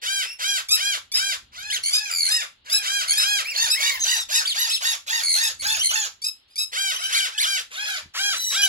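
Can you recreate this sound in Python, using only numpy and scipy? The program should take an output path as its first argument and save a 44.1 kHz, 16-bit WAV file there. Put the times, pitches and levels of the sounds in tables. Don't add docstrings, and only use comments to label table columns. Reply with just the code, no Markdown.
import sys
import numpy as np
from scipy import signal
from scipy.fft import rfft, irfft, next_fast_len
from scipy.io import wavfile
from scipy.ndimage import uniform_filter1d

SR = 44100
rng = np.random.default_rng(int(sys.argv[2]) if len(sys.argv) > 2 else 0)


def persist_wave(psi):
    counts = np.round(np.clip(psi, -1, 1) * 32767).astype(np.int16)
    wavfile.write(sys.argv[1], SR, np.atleast_2d(counts).T)


def field_ratio(decibels):
    return 10 ** (np.asarray(decibels, dtype=float) / 20)


N = 382788

# (time [s], level [dB])
WIND_GUSTS = [(0.0, -76), (1.79, -61), (2.05, -77), (3.38, -63), (3.58, -86), (3.62, -55), (3.72, -71),
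              (4.23, -62), (4.71, -77.5), (5.53, -64), (5.66, -54.5), (6.31, -76), (7.98, -71.5),
              (8.07, -50.5), (8.12, -75), (8.68, -72.5)]
# (frequency [Hz], density [dB per Hz])
WIND_SPECTRUM = [(12, -23), (20, -16.5), (70, -4), (156, -15), (248, -17), (296, -21), (400, -23),
                 (520, -79.5), (880, -120)]
FLOOR_SPECTRUM = [(120, -38), (200, -13), (2420, -11.5), (2800, -4), (2960, -3.5), (4270, -5),
                  (7410, -57.5), (16000, -45)]
# (time [s], peak level [dB], resonance [Hz])
HAND_BUMPS = [
    (0.697, -47, 92.5),
    (3.641, -44.5, 93),
    (8.059, -40, 89),
]

# (start [s], length [s], crest pitch [Hz], level [dB], crest delay [s])
NEAR_SQUAWKS = [(0.028, 0.24, 800.4, -23.5, 0.12), (0.399, 0.22, 813, -22.5, 0.099),
                (0.766, 0.22, 817, -23, 0.11), (1.149, 0.22, 802.6, -23.5, .12),
                (2.83, 0.23, 813, -23, 0.13), (3.197, 0.24, 831, -21.5, 0.12),
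                (6.729, 0.23, 797.5, -23, 0.08), (7.1, .199, 800, -23, 0.076),
                (7.419, 0.2, 799, -22.5, 0.071), (8.15, .227, 816, -22.5, .115),
                (8.517, .21, 818, -22, 0.085)]
FAR_SQUAWKS = [
    (1.529, 0.27, 851.5, -35.5, 0.15),
    (1.88, 0.26, 858, -33, .12),
    (2.239, 0.21, 954, -29.5, .124),
    (3.029, 0.22, 864, -32.5, 0.15),
]
SIDE_SQUAWKS = [
    (2.658, 0.25, 835, -33, 0.1),
    (6.948, 0.24, 793, -32.5, 0.12),
    (7.267, 0.21, 863, -38, 0.089),
    (7.715, .283, 846.3, -29.5, .125),
    (7.818, 0.19, 782, -31, 0.085),
]
HOARSE_SQUAWKS = [(3.548, 0.15, 930.6, -20, 0.086), (3.799, 0.12, 974, -20, 0.11),
                  (4.047, 0.15, 975, -20.5, .074), (4.298, .14, 962, -21, 0.065),
                  (4.55, 0.15, 976.6, -21, 0.063), (4.817, 0.14, 957, -20, 0.061),
                  (5.076, .16, 948, -22, .08), (5.348, 0.17, 934, -22.5, .082),
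                  (5.627, 0.17, 892, -21.5, 0.1), (5.907, 0.17, 884.6, -22, 0.054)]
CHIRPS = [(0.686, 0.083, 1287, -16, 0.07), (1.117, 0.087, 1292, -19.5, 0.071),
          (1.908, 0.092, 1248, -18, .06), (2.287, 0.095, 1273, -19.5, 0.044),
          (2.698, 0.097, 1308, -18, 0.062), (3.15, 0.099, 1288, -18.5, 0.049),
          (3.68, 0.082, 1299, -17.5, 0.044), (4.326, 0.082, 1286, -18.5, 0.036),
          (4.668, .1, 1305, -25.5, 0.098), (5.408, 0.089, 1291, -22.5, 0.036),
          (6.218, 0.081, 1283, -23, 0.039), (6.557, 0.096, 1292, -23, 0.059),
          (6.96, 0.2, 1320, -36.5, 0.085), (6.48, 0.11, 1247, -55.5, .045)]
WHISTLES = [
    (3.995, .245, 992, -27.5, 0.085),
    (8.357, 0.23, 987.6, -26, 0.058),
]
SQUEALS = [
    (1.7, 0.082, 2260, -23.5, 0.034),
    (7.126, .088, 2350, -20, 0.035),
    (7.378, 0.085, 2360, -19.5, 0.045),
]
THIN_SQUEALS = [
    (4.452, .083, 2385, -22.5, 0.018),
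    (4.7, 0.083, 2230, -25, .028),
]
STRAY_CRIES = [
    (3.445, .1, 2743, -28, 0.055),
    (3.745, .24, 1141, -27, 0.099),
]
# (start [s], length [s], first pitch [Hz], last pitch [Hz], level [dB])
STRAY_GLIDES = [
    (0.225, .12, 2490, 2785, -35.5),
]
TRILLS = [
    (1.83, 0.075, 2217, 2330, -26),
    (2.107, 0.2, 2502, 2132, -25.5),
    (3.077, 0.056, 2210, 2313, -22),
    (5.228, 0.17, 2298, 2100, -22.5),
    (5.827, .055, 2210, 2140, -22.5),
    (5.59, 0.041, 2230, 2290, -34),
]
PEEPS = [
    (1.83, 0.062, 2820, 3250, -32),
    (3.1, 0.07, 3300, 3220, -28),
    (5.79, .045, 2730, 3300, -21.5),
    (5.888, .035, 3054, 2930, -22.5),
    (6.935, 0.046, 2730, 3220, -28),
    (7.022, 0.054, 3090, 3005, -26.5),
    (8.618, 0.041, 3000, 3020, -17.5),
]
SCREAMS = [
    (1.738, 0.022, 7150, 6160, -28.5),
    (3.124, 0.019, 6700, 4920, -27),
    (4.003, 0.018, 6300, 6400, -22),
    (4.02, 0.028, 6840, 5680, -20),
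]

NEAR_ARCH = dict(first=0.54, first_db=-8.5, rise_s=.049, risen=0.94, risen_db=-1.5, fall_s=.052, falling=.94, falling_db=-1, last=0.53, last_db=-5.5)
FAR_ARCH = dict(first=.59, first_db=-13.5, rise_s=.048, risen=.83, risen_db=-2.5, fall_s=0.043, falling=.91, falling_db=1.5, last=0.45, last_db=1)
SIDE_ARCH = dict(first=0.56, first_db=-12.5, rise_s=0.074, risen=.94, risen_db=-0.5, fall_s=.05, falling=.92, falling_db=-2.7, last=0.67, last_db=-2)
HOARSE_ARCH = dict(first=.6, first_db=-10, rise_s=0.032, risen=.92, risen_db=-2.7, fall_s=.033, falling=.91, falling_db=-5, last=0.56, last_db=-5.5)
CHIRP_ARCH = dict(first=.87, rise_s=.034, risen=.985, fall_s=.012, falling=1.008, last=1.012, first_db=-12, risen_db=1.5, falling_db=-2.5, last_db=-12)
WHISTLE_ARCH = dict(first=1.01, rise_s=.02, risen=1.004, fall_s=.03, falling=.97, last=.88, first_db=-5, risen_db=-3, falling_db=1.5, last_db=-4)
SQUEAL_ARCH = dict(first=.6, first_db=-3, rise_s=.024, risen=.85, risen_db=-1.5, fall_s=.035, falling=.9, falling_db=0, last=.57, last_db=-5)
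STRAY_ARCH = dict(first=.75, rise_s=.03, risen=.94, fall_s=.035, falling=.92, last=.75, first_db=-5, risen_db=-1.5, falling_db=-1.5, last_db=-8)

# (frequency [Hz], gain [dB])
NEAR_THROAT = [(900, -14), (1600, -4), (2400, -7.5), (3200, -2), (4100, -8), (4900, -6), (5800, -10),
               (8000, -12), (10500, -18), (15500, -31)]
FAR_THROAT = [(900, -7), (1700, 2), (3400, -1.5), (5200, -4), (8000, -10.5), (11000, -16.5), (15500, -32)]
HOARSE_THROAT = [(600, -29), (1100, -1.5), (1900, -2), (3600, 0), (4500, 4.5), (5600, -7.5), (6600, 5),
                 (7600, -10), (11000, -10.5), (15500, -20)]
CHIRP_THROAT = [(1300, -28.5), (2600, -12), (3900, -6), (5200, 1), (6500, -17), (7800, -9), (10400, -11.5),
                (15500, -29.5)]
SHRILL_THROAT = [(1200, -21), (2300, -10.5), (4500, -1.5), (6600, -5), (9000, -2), (12000, -12),
                 (15500, -22)]
WHISTLE_THROAT = [(1000, -30), (2000, -17), (4000, -2), (6000, -5), (15500, -23)]
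SQUEAL_THROAT = [(1200, -17), (2500, -3.5), (3300, 5.5), (4500, -4), (6500, -8.5), (9000, -6), (15500, -27)]
STRAY_THROAT = [(1100, -13.5), (2300, 2.5), (3200, -11), (5000, -6), (6500, -17.5), (15500, -19)]
PEEP_THROAT = [(2500, -13.5), (3100, 7), (6200, -3), (9500, 0), (15500, -23)]

# (time [s], delay of left behind right [ms])
PERCH_LAG = [(0, 0.4), (4.501, 0.45), (7.499, 0.37), (7.899, 0.15), (8.6, 0.033)]
HOARSE_LAG = [(3.599, 0.414), (5.7, 0.311)]
CHIRPER_LAG = [(.7, 0.11), (1.1, -0.081), (2.3, -0.16), (3.204, -0.39), (4.298, -0.42), (6.6, -0.44),
               (7.0, -0.017)]
WHISTLER_LAG = [(4.0, -0.18), (8.4, -0.23)]


def at_hz(points, hz):
    point_hz, point_db = np.array(points).T
    return np.interp(np.log(hz), np.log(point_hz), point_db)


def rms_one(x):
    return x / np.sqrt(np.mean(x ** 2) + 1e-20)


def coloured(spectrum, alike):
    size = next_fast_len(N)
    mid, side = rng.standard_normal((2, size))
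    pair = np.sqrt(1 + alike) * mid + np.sqrt(1 - alike) * side * np.array([[1], [-1]])
    hz = np.fft.rfftfreq(size, 1 / SR) + 1
    return rms_one(irfft(rfft(pair) * field_ratio(at_hz(spectrum, hz)), size)[:, :N])


def outdoor_floor():
    return field_ratio(-62.5) * coloured(FLOOR_SPECTRUM, alike=0.1)


def wind():
    t = np.arange(N) / SR
    eddies = np.interp(t * 12, np.arange(110), rng.standard_normal(110))
    gusts = field_ratio(np.interp(t, *np.transpose(WIND_GUSTS)))
    return coloured(WIND_SPECTRUM, alike=0.95) * field_ratio(0.83 * eddies) * gusts


def hand_bumps():
    t = np.arange(N) / SR
    out = np.zeros(N)
    for s, peak_db, hz in HAND_BUMPS:
        age = np.clip(t - s, 0, None)
        decay = field_ratio(peak_db - 60 * age / 0.058)
        settling = 1 + 1.1 * np.exp(-age / 0.0053)
        out += decay * np.sin(2 * np.pi * hz * age * settling)
    return out


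def aviary(x):
    early_t60_s, tail_t60_s, tail_db = 0.043, 0.22, -3
    t = np.arange(SR // 2) / SR
    early = rms_one(field_ratio(-60 * t / early_t60_s) * (t > .004))
    late = rms_one(field_ratio(-60 * t / tail_t60_s) * (t > .02)) * field_ratio(tail_db)
    echoes = rng.standard_normal((2, len(t))) * (early + late) / np.sqrt(len(t))
    echoes = signal.lfilter([1, .45], [1.3], echoes)
    return signal.fftconvolve(x, echoes, axes=1)[:, :N]


def arches(calls, first, first_db, rise_s, risen, risen_db, fall_s, falling, falling_db, last, last_db):
    bow = .75
    risen_bow = 1 - (1 - bow) * (1 - risen)
    falling_bow = 1 - (1 - bow) * (1 - falling)
    shares = np.array([first, risen, risen_bow, 1, falling_bow, falling, last])
    drops_db = np.array([first_db, risen_db, risen_db / 2, 0, falling_db / 2, falling_db, last_db])
    out = []
    for s, length, hz, db, crest_s in calls:
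        up_s = min(rise_s, .9 * crest_s)
        down_s = max(length - fall_s, crest_s + .002)
        times = np.array([0, up_s, (up_s + crest_s) / 2, crest_s, (crest_s + down_s) / 2, down_s, length])
        out.append(np.transpose([s + times, hz * shares, db + drops_db]))
    return out


def glides(calls):
    share = np.array([0, .45, .8, 1])
    drops_db = np.array([-6, 0, 0, -6.5])
    out = []
    for s, length, first_hz, last_hz, db in calls:
        hz = first_hz + share * (last_hz - first_hz)
        out.append(np.transpose([s + share * length, hz, db + drops_db]))
    return out


def wobble(size, rate_hz):
    step = 8
    r = np.exp(-2 * np.pi * step * rate_hz / SR)
    noise = rng.standard_normal(N // step // 16 + 400)
    slow = signal.lfilter([1], [1, -2 * r, r * r], noise)[400:]
    return np.interp(np.arange(size) / step, np.arange(len(slow)), rms_one(slow))


def call(rows, throat, jitter, flutter_db, odd_db, rasp_db, trill, stutter, squawk, chest_db):
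    s, pitch_hz, level_db = np.transpose(rows)
    t = np.arange(s[0] - .012 * squawk, s[-1] + 0.016 * squawk, 1 / SR)
    soften = SR // 120

    droop = np.clip(s[0] - t, 0, 1) + np.clip(t - s[-1], 0, 1)
    hz = uniform_filter1d(np.interp(t, s, pitch_hz) * (1 - 11 * droop), soften, mode="nearest")
    slack = squawk * (1 - hz / hz.max())
    shake = np.sin(2 * np.pi * 86 * (t - s[0]))
    cycle = 2 * np.pi * np.cumsum(hz * (1 + 0.045 * trill * shake)) / SR
    drift_hz = hz * (jitter + .8 * slack ** 2) * wobble(len(t), 300)
    unsteady = 2 * np.pi * np.cumsum(drift_hz) / SR
    phase = cycle + unsteady

    tone = 0
    for k in range(1 + squawk, int(16000 / pitch_hz.min())):
        gain_db = at_hz(throat, k * hz) + odd_db * (k % 2) + flutter_db * wobble(len(t), 76)
        partial = np.sin(k * phase + rng.uniform(0, 2 * np.pi))
        tone = tone + field_ratio(gain_db) * (k * hz < 16500) * partial
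    evened = tone / np.sqrt(uniform_filter1d(tone ** 2, 3 * soften, mode="reflect") + 1e-12)

    pulsed = rng.standard_normal(len(t)) * (1 + 0.9 * np.cos(phase))
    size = next_fast_len(len(t))
    throat_gain = field_ratio(at_hz(throat, np.fft.rfftfreq(size, 1 / SR) + 1))
    rasp = irfft(rfft(pulsed, size) * throat_gain, size)[:len(t)]
    voice = evened + field_ratio(rasp_db + 24 * slack) * rms_one(rasp)

    chest_gain = field_ratio(chest_db + 1.6 * slack + 2.9 * wobble(len(t), 41))
    voice = voice + squawk * chest_gain * np.sin(cycle + .5 * unsteady)

    age = t - t[0]
    onset = np.clip(age / (0.00063 + 0.018 * squawk), 0, 1)
    release = np.clip((t[-1] - t) / (0.0018 + 0.043 * squawk), 0, 1)
    catches = np.exp(-((age - .017) / .005) ** 2)
    contour_db = np.interp(t, s, level_db) - 7 * trill * shake - stutter * 8 * catches
    return voice * onset * release * field_ratio(contour_db)


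def bird(calls, throat, lags, pan_db, echo_db, jitter, flutter_db, rasp_db,
         odd_db=0, trill=0, stutter=0, squawk=0, chest_db=0):
    out = np.zeros((2, N + SR))
    for rows in calls:
        cry = call(rows, throat, jitter, flutter_db, odd_db, rasp_db, trill, stutter, squawk, chest_db)
        cry = np.pad(cry, 64)
        size = next_fast_len(len(cry))
        start_s = rows[0][0]
        lag_s = np.interp(start_s, *np.transpose(lags)) / 1000
        turn = np.pi * np.fft.rfftfreq(size, 1 / SR) * lag_s * np.array([[-1], [1]])
        at = max(round((start_s - 0.014 * squawk) * SR) - 64, 0)
        out[:, at:at + size] += irfft(rfft(cry, size) * np.exp(1j * turn), size)
    direct = out[:, :N] * field_ratio(np.array([[pan_db / 2], [-pan_db / 2]]))
    return np.array([direct, direct * field_ratio(echo_db)])


def parrots():
    far = arches(FAR_SQUAWKS, **FAR_ARCH) + arches(SIDE_SQUAWKS, **SIDE_ARCH)
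    strays = arches(STRAY_CRIES, **STRAY_ARCH) + glides(STRAY_GLIDES)
    flock = bird(far, FAR_THROAT, PERCH_LAG, pan_db=0.7, echo_db=-5, jitter=0.0078,
                 flutter_db=5.5, rasp_db=-25.5, squawk=1, chest_db=-19.5)
    flock += bird(strays, STRAY_THROAT, PERCH_LAG, pan_db=.6, echo_db=-6, jitter=.018,
                  flutter_db=4.5, rasp_db=-12)
    flock += bird(glides(PEEPS + SCREAMS), PEEP_THROAT, WHISTLER_LAG, pan_db=.4, echo_db=-7, jitter=.012,
                  flutter_db=4, rasp_db=-14)
    flock += bird(arches(SQUEALS, **SQUEAL_ARCH), SQUEAL_THROAT, PERCH_LAG, pan_db=.4, echo_db=-10,
                  jitter=.016, flutter_db=3.5, rasp_db=-16)
    flock += bird(arches(THIN_SQUEALS, **SQUEAL_ARCH), SQUEAL_THROAT, PERCH_LAG, pan_db=.4, echo_db=-8,
                  jitter=.02, flutter_db=3.5, rasp_db=-12, odd_db=-14)
    flock += bird(arches(WHISTLES, **WHISTLE_ARCH), WHISTLE_THROAT, WHISTLER_LAG, pan_db=1.2, echo_db=-12,
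                  jitter=.005, flutter_db=4, rasp_db=-24, odd_db=-11)
    flock += bird(glides(TRILLS), SHRILL_THROAT, PERCH_LAG, pan_db=1.2, echo_db=-5, jitter=.006,
                  flutter_db=3.5, rasp_db=-17, odd_db=-4, trill=1)
    flock += bird(arches(CHIRPS, **CHIRP_ARCH), CHIRP_THROAT, CHIRPER_LAG, pan_db=.8, echo_db=-10,
                  jitter=.011, flutter_db=4, rasp_db=-21, stutter=1)
    flock += bird(arches(HOARSE_SQUAWKS, **HOARSE_ARCH), HOARSE_THROAT, HOARSE_LAG, pan_db=-1.1, echo_db=-6,
                  jitter=.014, flutter_db=5.5, rasp_db=-14, squawk=1, chest_db=-18, odd_db=-4)
    flock += bird(arches(NEAR_SQUAWKS, **NEAR_ARCH), NEAR_THROAT, PERCH_LAG, pan_db=0.46, echo_db=-8,
                  jitter=0.003, flutter_db=3, rasp_db=-35, squawk=1, chest_db=-24)
    return signal.sosfilt(signal.butter(4, 400, "high", fs=SR, output="sos"), flock)


def scene():
    direct, to_walls = parrots()
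    return outdoor_floor() + wind() + hand_bumps() + aviary(to_walls) + direct


def band_limit(x):
    return signal.sosfilt(signal.butter(12, 17070, fs=SR, output="sos"), x)


def record(dry):
    size = next_fast_len(N)
    hz = np.fft.rfftfreq(size, 1 / SR)
    top_cut = field_ratio(-45 * np.clip((hz - 15750) / 400, 0, 1))
    left, right = rfft(dry, size) * top_cut
    shared = .998 * np.clip((hz - 6600) / 900, 0, 1)
    turn = np.pi * (1 - (hz - 8850) / 2290)
    turn = turn - .5 * np.sin(2 * turn)
    right = shared * left * np.exp(-1j * turn) + np.sqrt(1 - shared ** 2) * right
    mix = irfft(np.array([left, right]), size)[:, :N]
    return band_limit(mix)


dry = scene()
out = record(dry)
persist_wave(out)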